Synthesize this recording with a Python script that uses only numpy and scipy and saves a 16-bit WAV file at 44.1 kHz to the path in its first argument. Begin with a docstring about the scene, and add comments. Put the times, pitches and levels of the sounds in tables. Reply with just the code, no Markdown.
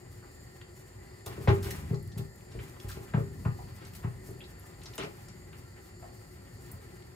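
"""Tongs turn pieces of roast chicken on a sheet-metal oven tray in a small kitchen.
Landing pieces push the low tray modes into a thud, and a rattle of contacts rings the upper ones.
Band-passed contact bursts make ticks, snaps and tears; clumped slips and soft shoves make the drag.
Below runs a fan-like hum of shaped noise with wavering narrow bands; short decaying noise is the room.
Two microphone ports hear it all, differing by phase, by diffuse sound and by a lean in level."""
import sys
import numpy as np
from scipy import signal
from scipy.fft import rfft, irfft
from scipy.io import wavfile

SR = 44100
rng = np.random.default_rng(int(sys.argv[2]) if len(sys.argv) > 2 else 0)


def invert_db(x):
    """Field ratio 10**(x/20) for x, a level in decibels (scalar or array-like)."""
    u = np.asarray(x, float) / 20
    return 10 ** u


def master(y):
    """Save y as 16-bit WAV."""
    cut = np.clip(np.atleast_2d(y).T, -1, 1)
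    pcm = np.round(cut * 32767)  # scale
    wavfile.write(sys.argv[1], SR, pcm.astype(np.int16))


N = 315315

# spectrum of the hum's noise floor, shape only: [f/Hz, density level/dB per Hz]
HUM_SPECTRUM = [(30, -14), (50, 0.5), (108, -1), (250, -14), (500, -17), (1200, -31), (3150, -55.5),
                (9000, -31), (12600, -53.5), (15500, -60)]
# narrow bands over that floor: [centre f/Hz, width f/Hz, level/dB against the floor]
HUM_BANDS = [(112.3, 34, -6), (246.6, 20.5, -20), (361.7, 30.5, -8), (777, 73, -25), (1372, 27, -24),
             (1822, 120, -17.5), (1985, 105, -17.5), (4542, 66, -27.5), (4614, 710, -18.5),
             (7190, 410, -15.5), (12800, 950, -26)]
HUM_DB = -53.5   # rms of the floor

ROOM_T60_S, ROOM_DB = 0.24, -6
DIFFUSE_T60_S = 0.2

# modes of the bare tray: [f/Hz, level/dB, t60/s]; the first six lie below 250 Hz
TRAY_MODES = [(57.4, 1, 1), (96.4, 6.5, 1), (119.8, 7, 1), (153.5, 3.5, 0.66), (186.2, 4, 0.34),
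              (233, -4, 0.27), (342.8, -10, 1), (395.6, 3, 0.51), (421, -2.5, 0.48), (560.7, -4.5, 0.31),
              (624, -8, 0.23), (823.2, -5, 0.41), (892, -9.5, 0.44), (1060, -3, 0.13), (1212, -13.5, 0.3),
              (1327, -16, 0.3), (1870, -16.5, 0.46), (1996, -19, 0.3)]
LOADED_RING = 0.47   # meat on the tray shortens the rings after a landing to this share

# dragging over the tray: [t/s, rasp level/dB, low rumble level/dB]
DRAG_LEVELS = [(0, -67, -55.5), (1.241, -67.5, -71), (1.3, -55.5, -49), (1.605, -59, -34.5),
               (1.65, -49.5, -43), (1.74, -55, -39), (1.88, -58, -40), (2.02, -70.5, -45),
               (2.42, -68, -55.5), (2.62, -59, -48), (2.8, -63.5, -56.5), (2.95, -59.5, -50.5),
               (3.4, -68, -40.5), (3.8, -61.5, -48), (4.3, -65.5, -48.5), (4.65, -63.5, -55),
               (5.05, -62, -54.5), (5.4, -65, -51), (6.0, -68, -58.5), (6.7, -65, -53), (7.15, -67.5, -57)]
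SIZZLE_DB, SIZZLE_AT_RASP_DB = -69, -66.5   # sizzle level at this rasp level
SIZZLE_FOLLOWS = 0.71   # share of the rasp's swing in dB

# tongs ticking on metal or sticky skin: [t/s, peak level/dB, centre f/Hz, width/octaves]
TICKS = [(0.224, -50, 1120, 1.1), (1.473, -27.5, 1280, 2.6), (1.487, -30.5, 2750, 1.82),
         (1.706, -40, 1900, 0.25), (1.943, -43, 5040, 1.2), (2.026, -48, 11200, 0.42),
         (2.118, -47, 4450, 1), (2.514, -45.5, 2500, 3.5), (2.589, -41, 2310, 1.05),
         (2.755, -51.5, 1150, 0.74), (2.892, -42.5, 1490, 0.73), (2.914, -40.5, 4000, 1.8),
         (3.585, -43.5, 820, 0.54), (3.85, -45.5, 5100, 1.4), (4.308, -47.5, 10900, 0.37),
         (4.392, -49, 11400, 0.24), (4.403, -44.5, 2820, 0.37), (4.408, -45.5, 3400, 0.2),
         (4.438, -47, 4120, 0.47), (4.595, -45, 11300, 0.27), (4.635, -49.5, 910, 1.1),
         (4.814, -48, 3320, 0.92), (4.834, -40, 4870, 2.2), (4.856, -40, 4870, 0.88),
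         (4.934, -43.5, 3570, 1.3), (4.954, -37, 12500, 0.55), (4.979, -27.5, 4220, 2.23),
         (4.98, -36.5, 2880, 0.19), (4.996, -33.5, 1940, 2.2), (5.01, -38, 3400, 0.86),
         (5.021, -35, 1900, 0.97), (5.033, -38, 2430, 3.2), (5.284, -41, 6350, 1.4),
         (5.527, -45, 1890, 1.25), (6.022, -45, 732, 0.25), (6.715, -34, 12800, 0.76)]
TICK_T60_S, TICK_SHORTENS = 0.15, 0.72   # at 1 kHz; power of the pitch by which higher ticks die faster
# lone dry snaps: [t/s, peak level/dB, centre f/Hz]
SNAPS = [(0.614, -40.5, 1800), (2.075, -46, 11500), (2.357, -42.5, 10200), (2.696, -46, 7900),
         (2.408, -50, 2020), (2.8, -40, 4000), (7.022, -45, 2520)]
SNAP_OCTAVES, SNAP_T60_S = 1.8, 0.015
# skin tearing off the metal in broad bright bursts: [t/s, peak level/dB, t60/s]
TEARS = [(1.26, -30.5, 0.073), (1.622, -33.5, 0.35), (1.705, -28, 0.066), (1.757, -38, 0.077),
         (2.175, -36.5, 0.09), (2.882, -35, 0.23), (3.935, -42, 0.026), (3.948, -37.5, 0.095),
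         (6.641, -47.5, 0.38)]
TEAR_HZ, TEAR_OCTAVES = 6220, 4.8

# blows on the tray: [t/s, boom peak level/dB, boom f/Hz, clang over boom level/dB, crack over boom level/dB]
THUDS = [(1.261, -36, 81, 2, -4), (1.376, -33.5, 108, -5.5, -26), (1.474, -10, 113, -5, -14),
         (1.654, -30, 104, -2, -51), (1.902, -20.5, 153, -14, -52), (1.927, -31, 146, -4, -26),
         (2.159, -27.5, 141, -15, -25.5), (2.184, -29, 150, -10, -33), (2.544, -32, 60.7, -8, -55),
         (2.572, -31, 109, -26, -36), (2.838, -30.5, 62, -14.5, -29), (2.963, -38.5, 109, 2, -35),
         (3.137, -15.5, 163, -16, -12), (3.172, -21, 153, -9.5, -26), (3.451, -18.5, 137, -18, -14),
         (4.038, -22, 136, -17, -18), (4.281, -38.5, 130, -0.5, -32), (4.857, -42, 116, -13, -7),
         (4.981, -39.5, 156, 8, 5.5), (5.03, -38, 185, 4, -6), (6.025, -45, 97, -6, -1.5),
         (6.728, -40, 89.4, -23, -12.5)]
RATTLE_S, SWELL_S = 0.023, 0.0026   # time constants: contacts die away; the clang's drive builds up

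# side level across frequency: [f/Hz, side against mid level/dB]; it falls steeply above 6 kHz
SIDE_LEVEL = [(40, -11), (90, -19.5), (200, -12), (380, -3), (750, 2), (2380, 0), (6000, 0),
              (7200, -11), (11000, -6.5), (15000, -4.5)]
# lean between the ports: [f/Hz, left over right level/dB]
LEAN = [(60, -1), (240, 3.5), (950, 3), (3770, 3), (15000, 0)]
DIRECT_SHARE, DIFFUSE_ABOVE_HZ = 0.65, 1300
CUTOFF_HZ = 16500   # 60 dB down from here upward


def rms_one(x):
    """Power normalisation: scale to rms 1."""
    return x / np.sqrt(np.mean(x ** 2) + 1e-20)


def peak_one(x):
    """Amplitude normalisation: scale to peak 1."""
    return x / np.abs(x).max()


def at_hz(points, hz):
    """Logarithmic interpolation: read a spectrum on a log-frequency axis."""
    points = np.array(points)
    return np.interp(np.log(hz + 1), np.log(points[:, 0] + 1), points[:, 1])


def band(x, low_hz, high_hz):
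    """Band limitation: a Butterworth band-pass with second-order skirts."""
    edges = [max(low_hz, 15), min(high_hz, 0.45 * SR)]
    return signal.sosfilt(signal.butter(2, edges, "band", fs=SR, output="sos"), x)


def ring(x, hz, t60):
    """Damped resonance: a unit click sets a decaying sine of height 1 ringing."""
    radius = invert_db(-60 / (max(t60, 0.005) * SR))
    angle = 2 * np.pi * hz / SR
    return signal.lfilter([0, np.sin(angle)], [1, -2 * radius * np.cos(angle), radius ** 2], x + 1e-18)


def grains(per_s, spread_db, count):
    """Random impulse process: clicks of uneven size and sign."""
    sizes = invert_db(spread_db * np.minimum(rng.exponential(1, count), 4))
    signs = rng.choice([-1, 1], count)
    return sizes * signs * (rng.random(count) < per_s / SR)


def flutter(per_s):
    """Slow random modulation: straight lines between normal draws of spread 1."""
    count = int(N / SR * per_s) + 2
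    return np.interp(np.arange(N) / SR * per_s, np.arange(count), rng.standard_normal(count))


def add(out, s, x):
    """Superposition: mix a short sound in at time s."""
    i = round(s * SR)
    out[i:i + len(x)] += x[:N - i]


def hum():
    """Stationary coloured noise: a falling spectrum, with narrow bands that stand out and waver."""
    hz, white = np.fft.rfftfreq(N, 1 / SR), rng.standard_normal(N)
    floor = irfft(rfft(white) * invert_db(at_hz(HUM_SPECTRUM, hz)), N)
    tone = rms_one(floor) * invert_db(1.0 * flutter(4.39))
    for centre_hz, width_hz, db in HUM_BANDS:
        # reversed in time, the same noise serves as another draw
        narrow = band(white[::-1], centre_hz - width_hz / 2, centre_hz + width_hz / 2)
        tone += invert_db(db + 2.0 * flutter(9)) * rms_one(narrow)
    return invert_db(HUM_DB) * tone


def echoes(t60):
    """Statistical reverberation: dense exponentially decaying reflections of energy 1."""
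    t = np.arange(SR // 2) / SR
    tail = rng.standard_normal(len(t)) * invert_db(-60 * t / t60) * (t > 0.003)
    return tail / np.sqrt(np.sum(tail ** 2))


def drag():
    """Stick-slip friction: clumped slips rasp and sizzle; soft shoves keep low tray modes murmuring."""
    s, *columns = np.transpose(DRAG_LEVELS)
    rasp_db, rumble_db = [np.interp(np.arange(N) / SR, s, levels) for levels in columns]
    sizzle_db = SIZZLE_DB + SIZZLE_FOLLOWS * (rasp_db - SIZZLE_AT_RASP_DB)
    clumps = invert_db(2.37 * flutter(60))

    slips = grains(4000, spread_db=1.0, count=N) * clumps
    # the rubbing contact shortens each ring to a third
    upper = sum(invert_db(db) * ring(slips, hz, t60 / 3) for hz, db, t60 in TRAY_MODES[6:])
    rasp = rms_one(band(slips, 240, 2220)) + rms_one(upper)

    fine_slips = grains(4000, spread_db=2.0, count=N) * clumps * invert_db(4.4 * flutter(25.05))
    sizzle = rms_one(band(fine_slips, 4800, 15400))

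    shoves = rng.standard_normal(N)
    rumble = rms_one(sum(invert_db(db) * ring(shoves, hz, t60 / 3) for hz, db, t60 in TRAY_MODES[1:6]))
    return invert_db(rasp_db) * rasp + invert_db(sizzle_db) * sizzle + invert_db(rumble_db) * rumble


def ticks():
    """Filtered contact noise: each tick, snap or tear is a swelling, decaying burst in one broad band."""
    out, t = np.zeros(N), np.arange(SR // 4) / SR
    rows = [(s, db, hz, octaves, TICK_T60_S * (1000 / hz) ** TICK_SHORTENS) for s, db, hz, octaves in TICKS]
    rows += [(s, db, hz, SNAP_OCTAVES, SNAP_T60_S) for s, db, hz in SNAPS]
    rows += [(s, db, TEAR_HZ, TEAR_OCTAVES, t60) for s, db, t60 in TEARS]
    for s, db, hz, octaves, t60 in rows:
        t60, half = max(t60, 0.005), 2 ** (max(octaves, 0.1) / 2)
        # uneven slips: a new level every 256 samples
        clumps = invert_db(2.2 * np.repeat(rng.standard_normal(len(t) // 256 + 1), 256)[:len(t)])
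        contacts = grains(3500, spread_db=2.5, count=len(t)) + 0.29 * rng.standard_normal(len(t))
        envelope = (1 - np.exp(-t / (0.02 * t60))) * invert_db(-60 * t / t60)
        burst = band(contacts * clumps * envelope, hz / half, hz * half)
        burst = band(burst, hz / half / 2.3, hz * half * 1.24)   # steeper outer skirts
        add(out, s, invert_db(db) * peak_one(burst))
    return out


def tray_boom(t, boom_hz):
    """Modal excitation: a soft push sounds the low modes, most strongly those near the boom pitch."""
    push = np.exp(-((t - 0.0065) / 0.0011) ** 2)   # soft and a little late
    boom = np.zeros(len(t))
    for hz, level_db, t60 in TRAY_MODES[:6]:
        slope = 40 if hz < boom_hz else 10   # dB per squared octave away from the boom pitch
        distance_db = slope * np.log2(hz / boom_hz) ** 2
        boom += invert_db(level_db - distance_db) * ring(push, hz, t60 * LOADED_RING)
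    boom *= 1 + 1.7 * np.exp(-(t / 0.074) ** 4)   # the meat settles and damps the first swing
    return band(boom, 0.64 * boom_hz, 257)   # a thin sheet radiates little below its boom


def tray_clang(drive, clang_db, crack_db):
    """Modal ringing: contacts sound each upper mode together with a shorter, slightly detuned twin."""
    clang = 0
    for hz, level_db, t60 in TRAY_MODES[6:]:
        # soft blows miss the high modes
        reach_db = 0.34 * (crack_db - clang_db) * np.log2(hz / 400) + rng.standard_normal()
        twin_hz = hz * (1 + rng.uniform(-0.02, 0.02))
        pair = ring(drive, hz, t60 * LOADED_RING) + 0.5 * ring(drive, twin_hz, t60 * LOADED_RING / 2)
        clang = clang + invert_db(level_db + reach_db) * peak_one(pair)
    return peak_one(clang)


def thuds():
    """Impact on a plate: a landing weight gives boom, rattling contacts give clang, noise adds crack."""
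    out, t = np.zeros(N), np.arange(SR // 2) / SR
    swell = (1 - np.exp(-t / SWELL_S)) ** 2
    for s, db, boom_hz, clang_db, crack_db in THUDS:
        contacts = grains(1500, spread_db=5.5, count=len(t)) * np.exp(-t / RATTLE_S)
        spray = rng.standard_normal(len(t)) * invert_db(-60 * t / 0.15)
        boom = peak_one(tray_boom(t, boom_hz))
        clang = tray_clang(swell * contacts, clang_db, crack_db)
        clang = clang + 0.087 * peak_one(band(swell * spray, 400, 990))
        crack = peak_one(band(band(contacts + 34.0 * spray, 200, 1290), 210, 3160))
        add(out, s, invert_db(db) * (boom + invert_db(clang_db) * clang + invert_db(crack_db) * crack))
    return out


def scene():
    """Direct and diffuse fields: row 0 is shared by both ports, row 1 an unrelated diffuse draw."""
    direct = thuds() + ticks() + drag()
    room = signal.fftconvolve(direct, echoes(ROOM_T60_S))[:N]
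    diffuse = signal.fftconvolve(direct, echoes(DIFFUSE_T60_S))[:N]
    shared = direct + invert_db(ROOM_DB) * band(room, 220, SR / 2) + hum()
    return np.array([shared, diffuse + hum()])


def low_pass(x):
    """Removes everything above the highest recorded frequency."""
    return signal.sosfilt(signal.butter(12, 16660, fs=SR, output="sos"), x)


def record(dry):
    """Two-port pickup: quadrature direct sound, diffuse sound and a level lean form the side signal."""
    dry = signal.sosfilt(signal.butter(4, 42, "high", fs=SR, output="sos"), dry)
    dry = signal.sosfilt(signal.cheby2(12, 60, CUTOFF_HZ, fs=SR, output="sos"), dry)
    hz, (mid, diffuse) = np.fft.rfftfreq(N, 1 / SR), rfft(dry)
    # higher up the side is mostly diffuse sound
    share = DIRECT_SHARE / (1 + (hz / DIFFUSE_ABOVE_HZ) ** 2)
    # 1j turns the direct sound by a quarter period
    apart = invert_db(at_hz(SIDE_LEVEL, hz)) * (1j * np.sqrt(share) * mid + np.sqrt(1 - share) * diffuse)
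    lean = np.tanh(at_hz(LEAN, hz) * np.log(10) / 40) * mid   # side over mid for a level ratio in dB
    side = irfft(apart + lean, N)
    mix = dry[0] + side * [[1], [-1]]
    return low_pass(mix)


dry = scene()
out = record(dry)
master(out)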